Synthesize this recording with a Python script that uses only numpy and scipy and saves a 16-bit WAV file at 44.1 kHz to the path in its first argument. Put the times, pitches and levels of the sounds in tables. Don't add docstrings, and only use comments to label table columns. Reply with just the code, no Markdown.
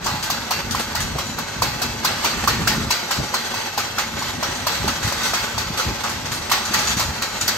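import sys
import numpy as np
from scipy import signal
from scipy.fft import rfft, irfft, next_fast_len
from scipy.io import wavfile
from scipy.ndimage import map_coordinates

SR = 44100
rng = np.random.default_rng(int(sys.argv[2]) if len(sys.argv) > 2 else 0)


def store_wav(level_fs):
    pcm = np.round(np.clip(np.atleast_2d(level_fs), -1, 1) * 32767)
    wavfile.write(sys.argv[1], SR, pcm.T.astype(np.int16))


N = 333837


def amp(db):
    return 10 ** (np.asarray(db) / 20)


def unit(x):
    return x / np.sqrt(np.mean(x ** 2) + 1e-20)


def luck(shape):
    return rng.uniform(-1, 1, shape)


def along(points, hz):
    f, v = np.transpose(points)
    return np.interp(np.log(hz + 1), np.log(f + 1), v)


def curve(points):
    return np.interp(np.arange(N) / SR, *np.transpose(points))


def wobble(rate):
    knots = rng.standard_normal(int(N * rate / SR) + 4)
    return map_coordinates(knots, [np.arange(N) * rate / SR])


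def struck(t, t60, rise):
    return amp(-60 * t / t60) * (1 - np.exp(-t / rise))


def filtered(x, response):
    size = next_fast_len(N + SR // 2)
    return irfft(rfft(x, size) * response(np.fft.rfftfreq(size, 1 / SR)), size)[..., :N]


def add(track, s, sound):
    start = max(round(s * SR), 0)
    part = sound[..., :N - start]
    track[..., start:start + part.shape[-1]] += part


def buffet(level_db, spectrum, lump_db, rate):
    air = unit(filtered(rng.standard_normal((2, N)), lambda hz: amp(along(spectrum, hz))))
    return amp(level_db) * unit(air * amp(lump_db * wobble(rate)))


# t/s, swell level/dB, pop level/dB
THUMPS = [(0.1426, -21, -18.5), (1.158, -13.5, -18), (2.782, -25, -12), (3.19, -22, -18), (3.203, -13, -18),
          (4.491, -22, -22), (4.846, -12, -30), (5.074, -26, -20), (5.084, -28, -25), (5.707, -32, -19.5),
          (5.906, -29, -24), (6.248, -35, -25), (6.711, -30, -19), (6.972, -20, -20), (7.053, -23, -22),
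          (7.135, -30, -22)]
# f/Hz, level/dB
THUMP_SPECTRUM = [(30, -32), (70, 2), (130, 8), (230, -1.5), (330, -0.5), (480, -0.5), (700, -5),
                  (2000, -47)]
def thumps(swell_db, swell_s, pop_s):
    swells, pops, t = np.zeros(N), np.zeros(N), np.arange(SR // 6) / SR
    u = (t - swell_s) / pop_s
    for s, db, pop_db in THUMPS:
        add(swells, s - swell_s, amp(db + swell_db) * (t / swell_s) ** 2 * np.exp(2 - 2 * t / swell_s))
        add(pops, s - swell_s, amp(pop_db) * (1 - u ** 2) * np.exp(-u ** 2 / 2))
    air = buffet(0, THUMP_SPECTRUM, lump_db=1.5, rate=30)
    return swells * air + pops * [[1], [0]]


def gusting(breeze_db, starts, lengths, levels, attack_s=0.01, release_s=0.023):
    t = np.arange(N) / SR
    power = amp(breeze_db) ** 2
    for s, length, db in zip(starts, lengths, levels):
        shape = np.clip((t - s) / attack_s, 0, 1) * np.clip(1 - (t - s - length) / release_s, 0, 1)
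        power += (amp(db) * shape) ** 2
    return 10 * np.log10(power)


# t/s, level/dB
BREEZE = [(0, -39.5), (2.2, -37), (3.1, -42), (3.8, -44), (4.2, -36.5), (5.3, -40.5), (6.8, -39),
          (7.57, -41)]
# t/s, length/s, rumble level/dB, flutter level/dB
GUSTS = [(0.01, 0.12, -34, -33), (0.636, 0.16, -32, -29), (0.93, 0.26, -30.5, -33.5),
         (1.58, 0.18, -32.5, -31), (1.834, 0.075, -35, -29.5), (2.352, 0.36, -30.5, -27.5),
         (2.557, 0.33, -28.5, -27.5), (3.163, 0.087, -33, -28.5), (4.145, 0.055, -40, -51),
         (4.342, 0.18, -37, -34), (4.796, 0.12, -28, -30.5), (5.04, 0.037, -27.5, -39),
         (5.532, 0.2, -33.5, -40), (5.847, 0.074, -27.5, -26), (6.122, 0.33, -37, -36),
         (6.682, 0.26, -35.5, -35), (6.94, 0.18, -31, -34.5)]
# f/Hz, level/dB
RUMBLE_SPECTRUM = [(10, -40), (25, -23), (38, -7), (52, -1.5), (90, 2.5), (125, -0.5), (190, -12.5),
                   (500, -62)]
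FLUTTER_SPECTRUM = [(40, -34), (95, -19), (140, -3.5), (185, -5.5), (225, -2), (300, -11), (450, -15.5),
                    (900, -64), (3000, -69)]
def headwind():
    breeze_db = curve(BREEZE)
    starts, lengths, rumble_peaks, flutter_peaks = np.transpose(GUSTS)
    rumble_db = gusting(breeze_db, starts, lengths, rumble_peaks)
    flutter_db = gusting(breeze_db + 3, starts, lengths, flutter_peaks)
    rumble = buffet(rumble_db - 0.5, RUMBLE_SPECTRUM, lump_db=2, rate=22)
    flutter = buffet(flutter_db - 4, FLUTTER_SPECTRUM, lump_db=2.5, rate=31)
    return rumble + flutter + thumps(swell_db=-10.5, swell_s=0.0095, pop_s=0.0012)


# f/Hz, level/dB, t60/s
STEEL_MODES = [(2627, -5.5, 0.56), (3235, -5, 1), (3975, 0.5, 0.76), (4500, -8, 0.58), (4720, 2, 0.2),
               (5310, -6, 0.67), (6500, -13, 0.37), (6020, -9, 0.92), (7050, -13, 0.76), (6955, -9, 0.7)]
# t/s, f/Hz, level/dB
SINGING = [(0.3, 3975, -41), (1.184, 3975, -36.5), (1.184, 6020, -38), (1.184, 7050, -40),
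           (1.385, 5310, -45), (1.385, 2627, -46), (1.621, 2627, -34), (1.621, 3975, -40),
           (2.908, 3975, -36), (3.108, 6020, -54), (3.34, 3975, -35), (3.54, 2627, -35), (3.54, 3975, -42),
           (3.776, 3235, -38), (5.335, 3235, -35), (5.578, 4500, -33), (6.035, 4500, -48),
           (6.317, 4500, -39), (6.515, 3975, -36), (6.737, 4500, -38), (6.995, 3235, -50),
           (7.22, 6955, -38), (7.22, 4500, -44)]
def steelwork(level_db, spread_db, detune, waver_rad):
    track, t = np.zeros((2, N)), np.arange(SR * 3 // 4) / SR
    nearest = lambda near_hz: min((mode[0] for mode in STEEL_MODES), key=lambda hz: abs(hz - near_hz))
    blows = [(s, db) for s, *_, db, _, _ in CROSSINGS] + [(s, db) for s, db, *_ in RATTLES]
    panel = np.searchsorted(sorted(row[0] for row in CROSSINGS), np.arange(N) / SR)
    for hz, mode_db, t60 in STEEL_MODES:
        power, ring = np.zeros(N), struck(t, t60, rise=0.0023)
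        for (s, db), share in zip(blows, luck(len(blows))):
            add(power, s, (amp(db + level_db + mode_db + spread_db * share) * ring) ** 2)
        for s, near_hz, db in SINGING:
            if nearest(near_hz) == hz:
                add(power, s, (amp(db) * struck(t, t60=2.1, rise=0.0023)) ** 2)
        pitch = hz * (1 + detune * luck((2, len(CROSSINGS) + 1)))[:, panel]
        wander = waver_rad * np.cumsum(rng.standard_normal((2, N)), axis=1) / np.sqrt(SR)
        track += np.sqrt(power) * np.sin(2 * np.pi * np.cumsum(pitch, axis=1) / SR + wander)
    return track


def contacts(rate, spread_db, hiss, size=N):
    shape = (2, size)
    hits = (rng.random(shape) < rate / SR) * rng.choice([-1, 1], shape)
    strength = amp(spread_db * rng.standard_normal(shape))
    return unit(unit(hits * strength) + hiss * rng.standard_normal(shape))


def weak_modes(force, t60):
    track, t, stretch = np.zeros((2, N)), np.arange(SR // 6) / SR, SR // 3
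    for start in range(0, N, stretch):
        modes = rng.standard_normal((2, len(t))) * amp(-60 * t / t60)
        modes /= np.linalg.norm(modes, axis=1, keepdims=True)
        add(track, start / SR, signal.fftconvolve(force[:, start:start + stretch], modes, axes=1))
    return track


# f/Hz, width/Hz, level/dB over the broad response
DECK_MODES = [(228.5, 9.3, 3.5), (347, 69, -1), (551, 32, -0.5), (856, 59, 0.5), (1540, 67, -5),
              (1943, 77, -4), (2164, 90, -8.5), (2650, 79, -3), (3320, 44, -10), (4010, 140, -6.5),
              (4474, 450, 1.5), (5220, 180, -9), (6070, 300, 0), (8220, 170, -6), (8880, 95, 0.5)]
def deck(force, spectrum, ring=0, ring_t60=0.1, modes_db=0):
    def response(f):
        modes = sum(amp(db + modes_db) * 1j * f * width / (hz * hz - f * f + 1j * f * width)
                    for hz, width, db in DECK_MODES)
        return amp(along(spectrum, f)) * (1 + modes)
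    if ring:
        force = (force + ring * weak_modes(force, ring_t60)) / np.hypot(1, ring)
    gain = np.sqrt(np.mean(np.abs(response(np.linspace(0, SR / 2, SR // 8))) ** 2))
    return filtered(force, response) / gain


# t/s, level/dB
SHAKING = [(0.0, -31.5), (0.19, -29), (1.54, -29.5), (2.13, -28), (2.23, -26.5), (2.97, -28.5), (3.58, -28),
           (3.94, -28.5), (4.49, -28.5), (5.25, -26.5), (5.44, -27.5), (6.37, -29), (6.77, -27),
           (6.92, -24.5), (7.06, -30), (7.25, -28.5), (7.57, -27)]
# f/Hz, level/dB
DRUM_SPECTRUM = [(60, -44), (170, -10.5), (235, -0.5), (300, -7), (440, -3), (680, -1), (950, -0.5),
                 (1400, -3), (2100, -5.5), (3200, -12), (6000, -16.5), (15000, -62)]
CHATTER_SPECTRUM = [(300, -83), (1200, 7), (2200, 0), (3300, 3.5), (4500, -2), (6200, -1.5), (8000, -4),
                    (10000, -14), (11800, -6.5), (15000, -23)]
def rolling(level_db, chatter_growth):
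    shake_db = curve(SHAKING)
    chatter_db = shake_db.mean() + chatter_growth * (shake_db - shake_db.mean())
    bumps_db = level_db + 1.6 * wobble(rate=50)
    drum = amp(shake_db + bumps_db) * contacts(rate=900, spread_db=1, hiss=1)
    chatter = amp(chatter_db + bumps_db) * contacts(rate=2400, spread_db=2, hiss=0.9)
    drumming = deck(drum, DRUM_SPECTRUM, ring=0.26, ring_t60=0.15)
    return drumming + deck(chatter, CHATTER_SPECTRUM, ring=1, ring_t60=0.071)


def pock(hz, t60, rise):
    t = np.arange(SR // 25) / SR
    return np.sin(2 * np.pi * hz * t) * struck(t, t60, rise)


def small_bumps(level_db, spread_db, centre_hz, count):
    track, shake_db = np.zeros(N), curve(SHAKING)
    for at, (size, detune) in zip(rng.integers(0, N, count), luck((count, 2))):
        slap = pock(centre_hz * 1.52 ** detune, t60=0.0078, rise=0.00033)
        add(track, at / SR, amp(shake_db[at] + level_db + spread_db * size) * slap)
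    return track


def flurries(times, levels, t60, rise, colour_db):
    track, t = np.zeros((2, N)), np.arange(SR // 2) / SR
    hz, knots_hz = np.fft.rfftfreq(len(t), 1 / SR), np.arange(0, SR, 450)
    for s, db, decay in np.broadcast(times, levels, t60):
        colour = amp(colour_db * np.interp(hz, knots_hz, luck(len(knots_hz))))
        impacts = contacts(rate=2600, spread_db=0.5, hiss=0.18, size=len(t))
        flurry = unit(irfft(rfft(impacts) * colour, len(t)))
        add(track, s, amp(db) * flurry * struck(t, decay, rise))
    return track


# t/s, treble level/dB, middle level/dB, ping level/dB, t60/s
RATTLES = [(0.042, -23, -24, -33.5, 0.25), (0.226, -20, -35, -41, 0.3), (0.709, -18.5, -29, -28, 0.15),
           (0.795, -21, -10.5, -51, 0.26), (1.002, -22, -30, -31.5, 0.33), (1.267, -32, -31, -39, 0.4),
           (2.438, -24, -9, -44, .15), (3.798, -22.5, -16.5, -42, .22), (4.19, -27, -30, -32, 0.22),
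           (4.271, -30, -20, -40, 0.45), (4.55, -29.5, -30, -34, .15), (4.716, -25, -21, -50, 0.52),
           (5.03, -23, -47, -31, 0.25), (5.074, -20.5, -18, -43, 0.23), (5.213, -29, -17, -42, .25),
           (5.232, -19.5, -20, -33, 0.59), (5.773, -18.5, -17, -57, 0.26), (6.093, -21, -11.5, -37, 0.15),
           (6.317, -19.5, -22, -36, .29), (6.496, -20.5, -16, -47, .29), (6.652, -23, -19, -29.5, 0.18),
           (6.787, -19, -20, -40, 0.29), (6.872, -21, -36, -20.5, 0.2), (6.968, -20.5, -32, -31, 0.58),
           (7.41, -16.5, -30, -21, 0.15)]
# f/Hz, level/dB
JINGLE_SPECTRUM = [(300, -72), (1200, 7), (2200, -2.5), (3300, 2.5), (4500, -1), (6200, -0.5), (8000, -4),
                   (10000, -3), (11800, -4), (15000, -17)]
PING_SPECTRUM = [(3000, -40), (4500, -13), (5300, -24), (6100, -11), (6700, -29), (6990, 2.5), (7150, -15),
                 (7700, -18), (12000, -44)]
def rattles():
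    times, treble_db, middle_db, ping_db, t60 = np.transpose(RATTLES)
    bright = flurries(times, treble_db, t60, rise=0.0005, colour_db=3)
    dull = flurries(times, middle_db, t60 / 2, rise=0.001, colour_db=5)
    ping = flurries(times, ping_db, t60, rise=0.00042, colour_db=8)
    jingle = amp(-1.5) * deck(bright, JINGLE_SPECTRUM, ring=0.91, ring_t60=0.094)
    return jingle + amp(-11.5) * deck(dull, DRUM_SPECTRUM) + amp(2) * deck(ping, PING_SPECTRUM)


# t/s, f/Hz, level/dB
CLANGS = [(0.302, 4450, -29), (0.953, 4560, -30), (1.624, 4700, -31), (2.048, 4100, -22),
          (2.247, 4570, -30), (2.676, 4600, -28), (2.908, 4050, -22), (2.908, 4650, -26), (3.11, 4390, -31),
          (3.342, 4130, -25), (3.984, 4340, -36), (4.429, 5770, -29), (4.67, 4700, -29), (6.517, 5170, -32),
          (6.739, 4480, -30), (7.48, 4640, -22)]
def clangs(t60, rise, count, spread):
    track, t = np.zeros((2, N)), np.arange(SR // 3) / SR
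    for s, hz, db in CLANGS:
        detune, phase = luck((2, 2, count, 1))
        modes = np.sin(2 * np.pi * hz * (1 + spread * detune) * t + np.pi * phase)
        add(track, s, amp(db) * unit(modes.sum(axis=1)) * struck(t, t60, rise))
    return track


# f/Hz, level/dB
SNAP_SPECTRUM = [(500, -43), (2000, -20), (4500, 12), (7000, 4.5), (9000, 6.5), (12000, 7.5), (14000, 3.5),
                 (15500, 2.5)]
CRASH_SPECTRUM = [(500, -35), (1300, -7), (2000, -2), (3200, -4), (4500, -4), (6200, -4), (8000, -10.5),
                  (10000, -15), (12000, -19), (15000, -20)]
HOLLOW_SPECTRUM = [(100, -45), (250, -18), (450, -3), (800, -0.5), (1300, 6.5), (1800, -6), (3000, -38),
                   (8000, -60)]
TAIL_SPECTRUM = [(60, -52), (250, -28), (450, -6), (800, 0), (1300, 1.5), (2000, -1.5), (3200, -3.5),
                 (4500, -4), (6200, -10.5), (8000, -12), (10000, -23), (12000, -13), (15000, -23)]
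def clatter(scuff_lead_s, lag_s):
    times, *_, body_db, crash_db, snap_db, tail_t60 = np.transpose(CROSSINGS)
    after = times + lag_s
    scuff = flurries(times - scuff_lead_s, snap_db - 0.5, t60=0.034, rise=0.0013, colour_db=10)
    snap = flurries(after, snap_db, t60=0.09, rise=0.0003, colour_db=2.5)
    crash = flurries(after, crash_db, t60=0.13, rise=0.0008, colour_db=3.5)
    body = flurries(after, body_db, t60=0.13, rise=0.0057, colour_db=7)
    tail = flurries(after, crash_db, tail_t60, rise=0.018, colour_db=4)
    return (amp(10) * deck(scuff + snap, SNAP_SPECTRUM, ring=0.54, ring_t60=0.083)
            + amp(1.84) * deck(crash, CRASH_SPECTRUM, ring=1, ring_t60=0.086, modes_db=-7)
            + amp(1) * deck(body, HOLLOW_SPECTRUM, modes_db=-2)
            + amp(0.5) * deck(tail, TAIL_SPECTRUM, ring=0.99, ring_t60=0.14, modes_db=-1))


# t/s, knock level/dB, knock f/Hz,
# rebound level/dB re knock, clunk level/dB, body level/dB, crash level/dB, snap level/dB, tail t60/s
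CROSSINGS = [(0.061, -11, 820, -3, -9, -19, -21.5, -36, 0.68),
             (0.3, -10, 1140, -5, -10, -28, -21.5, -29, 0.49),
             (0.508, -11, 990, -1, -7.5, -21, -20, -29.5, 0.5),
             (0.748, -5.5, 1090, -8, -30, -25, -25, -36, 0.55),
             (0.951, -12, 855, -9, -12, -19, -22.5, -30.5, 0.51),
             (1.185, -11, 1060, -11, -22, -22.5, -24, -35, 0.32),
             (1.385, -14.5, 1320, -2, -16, -26, -29, -34.5, 0.33),
             (1.6206, -2, 1030, -13, -4.5, -20, -19, -27, 0.51),
             (1.817, -16, 1400, -3, -9.5, -17, -20, -28.5, .36),
             (2.047, -7, 970, -5, -12, -16, -19, -25.5, 0.53),
             (2.245, -8.5, 940, -3, -16, -15, -16, -28.5, .34),
             (2.475, -1.5, 1110, -3, -28, -15.5, -16, -26, 0.36),
             (2.6732, -5.5, 1430, -4, -10, -20.5, -15.5, -25, 0.47),
             (2.906, -8, 1000, -6, -28, -15.5, -18, -26, 0.55),
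             (3.108, -8.5, 920, -5, -30, -21.5, -17, -32, 0.36),
             (3.34, -6, 993, -6, -9, -15, -20, -32, 0.39),
             (3.54, -12.5, 950, -6, -31, -24, -26.5, -38, 0.72),
             (3.777, -7.5, 870, -5, -17, -17, -21.5, -32, 0.29),
             (3.982, -8.5, 1340, -7, -13, -21, -17.5, -36.5, 0.26),
             (4.222, -12, 1030, -12, -27, -25.5, -27.5, -42, 0.57),
             (4.427, -12, 990, -8, -8, -21.5, -20.5, -39, 0.36),
             (4.668, -9, 1060, -1, -7, -19, -21.5, -28, 1),
             (4.877, -11, 825, -3, -32, -19, -19.5, -32.5, 0.32),
             (5.122, -12.5, 1070, -2, -10, -27, -27, -36, .42),
             (5.335, -10.5, 1340, -7, -6.5, -23, -18.5, -40, 0.53),
             (5.579, -11, 950, -7, -11, -25, -21.5, -35, 0.3),
             (5.791, -18, 1435, -6, -14, -18, -20, -46, 0.42),
             (6.035, -22, 1290, -5, -38, -21, -23.5, -40.5, 0.4),
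             (6.255, -19, 1600, -5, -38, -31, -29.5, -46, 0.44),
             (6.515, -4, 1110, -3, -35, -19, -15.5, -27, 0.43),
             (6.737, -10, 1280, -4, -27, -18, -15.5, -28.5, 0.38),
             (6.995, -11, 860, -7, -19, -21, -19, -30, 0.38),
             (7.22, -15.5, 1250, -1, -18, -27, -21, -34, 0.28),
             (7.478, -21, 1400, 2, -15, -21, -18, -25.5, 0.25)]
def knocks(level_db, t60, rise, rebound_s, clunk_hz):
    track = np.zeros(N)
    for s, db, hz, rebound_db, clunk_db, *_ in CROSSINGS:
        gap, detune, panel = luck(3)
        knock = amp(db + level_db) * pock(hz, t60, rise)
        clunk = amp(clunk_db) * pock(clunk_hz * (1 + 0.11 * panel), t60=0.02, rise=0.0021)
        rebound = amp(db + level_db + rebound_db) * pock(hz * (1 + 0.16 * detune), t60, rise)
        add(track, s, knock)
        add(track, s - 0.0012, clunk)
        add(track, s + rebound_s * (1 + gap / 4), rebound)
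    return track


# f/Hz, likeness/0-1
LIKENESS = [(60, 0.97), (160, 0.9), (300, 0.8), (550, 0.096), (750, 0.9), (1400, 0.71), (1900, 0.34),
            (3400, 0.2), (4500, 0.11), (6200, 0.1), (7000, 0.9), (7700, 0.22), (8600, 0.45), (9300, 0.98),
            (10900, 1), (11600, 0.15), (12600, .97), (14000, 1), (15200, .4)]
def scene():
    metal = steelwork(level_db=-18, spread_db=6.5, detune=0.009, waver_rad=7)
    metal += clatter(scuff_lead_s=0.002, lag_s=0.0015)
    metal += clangs(t60=0.23, rise=0.002, count=4, spread=0.02)
    shared, apart = metal + rattles() + rolling(level_db=-3, chatter_growth=2.4) + headwind()
    tyres = knocks(level_db=8, t60=0.01, rise=0.0015, rebound_s=0.00389, clunk_hz=706)
    tyres += small_bumps(level_db=1.5, spread_db=4.5, centre_hz=1060, count=240)
    width = lambda hz: np.arccos(np.clip(along(LIKENESS, hz), 0, 1)) / 2
    mid = tyres + filtered(shared, lambda hz: np.cos(width(hz)))
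    side = filtered(apart, lambda hz: np.sin(width(hz)))
    return np.array([mid + side, mid - side])


# f/Hz, level/dB
PORT_BALANCE = [(100, 1), (400, 0), (580, 2.5), (850, -1), (1500, -3), (3000, -0.5), (4400, -2), (5200, 6),
                (6300, 4), (7500, 3), (9000, 0)]
# f/Hz, phase/rad
PORT_LEAD = [(100, 0), (380, -.3), (620, 1.3), (1000, .6), (1500, .35), (3000, .9), (4500, 1.9),
             (5500, -.8), (6800, .25), (7800, -.8), (8600, -1.9), (9200, -3.1), (10900, -3.2),
             (11600, -4.7), (12500, -6.25), (14000, -6.4), (15600, -8.6)]
def record(dry):
    half = np.array([[1], [-1]]) / 2
    ports = lambda hz: amp(half * along(PORT_BALANCE, hz)) * np.exp(1j * half * along(PORT_LEAD, hz))
    return filtered(dry, lambda hz: ports(hz) * (hz < 15750))


dry = scene()
out = record(dry)
store_wav(out)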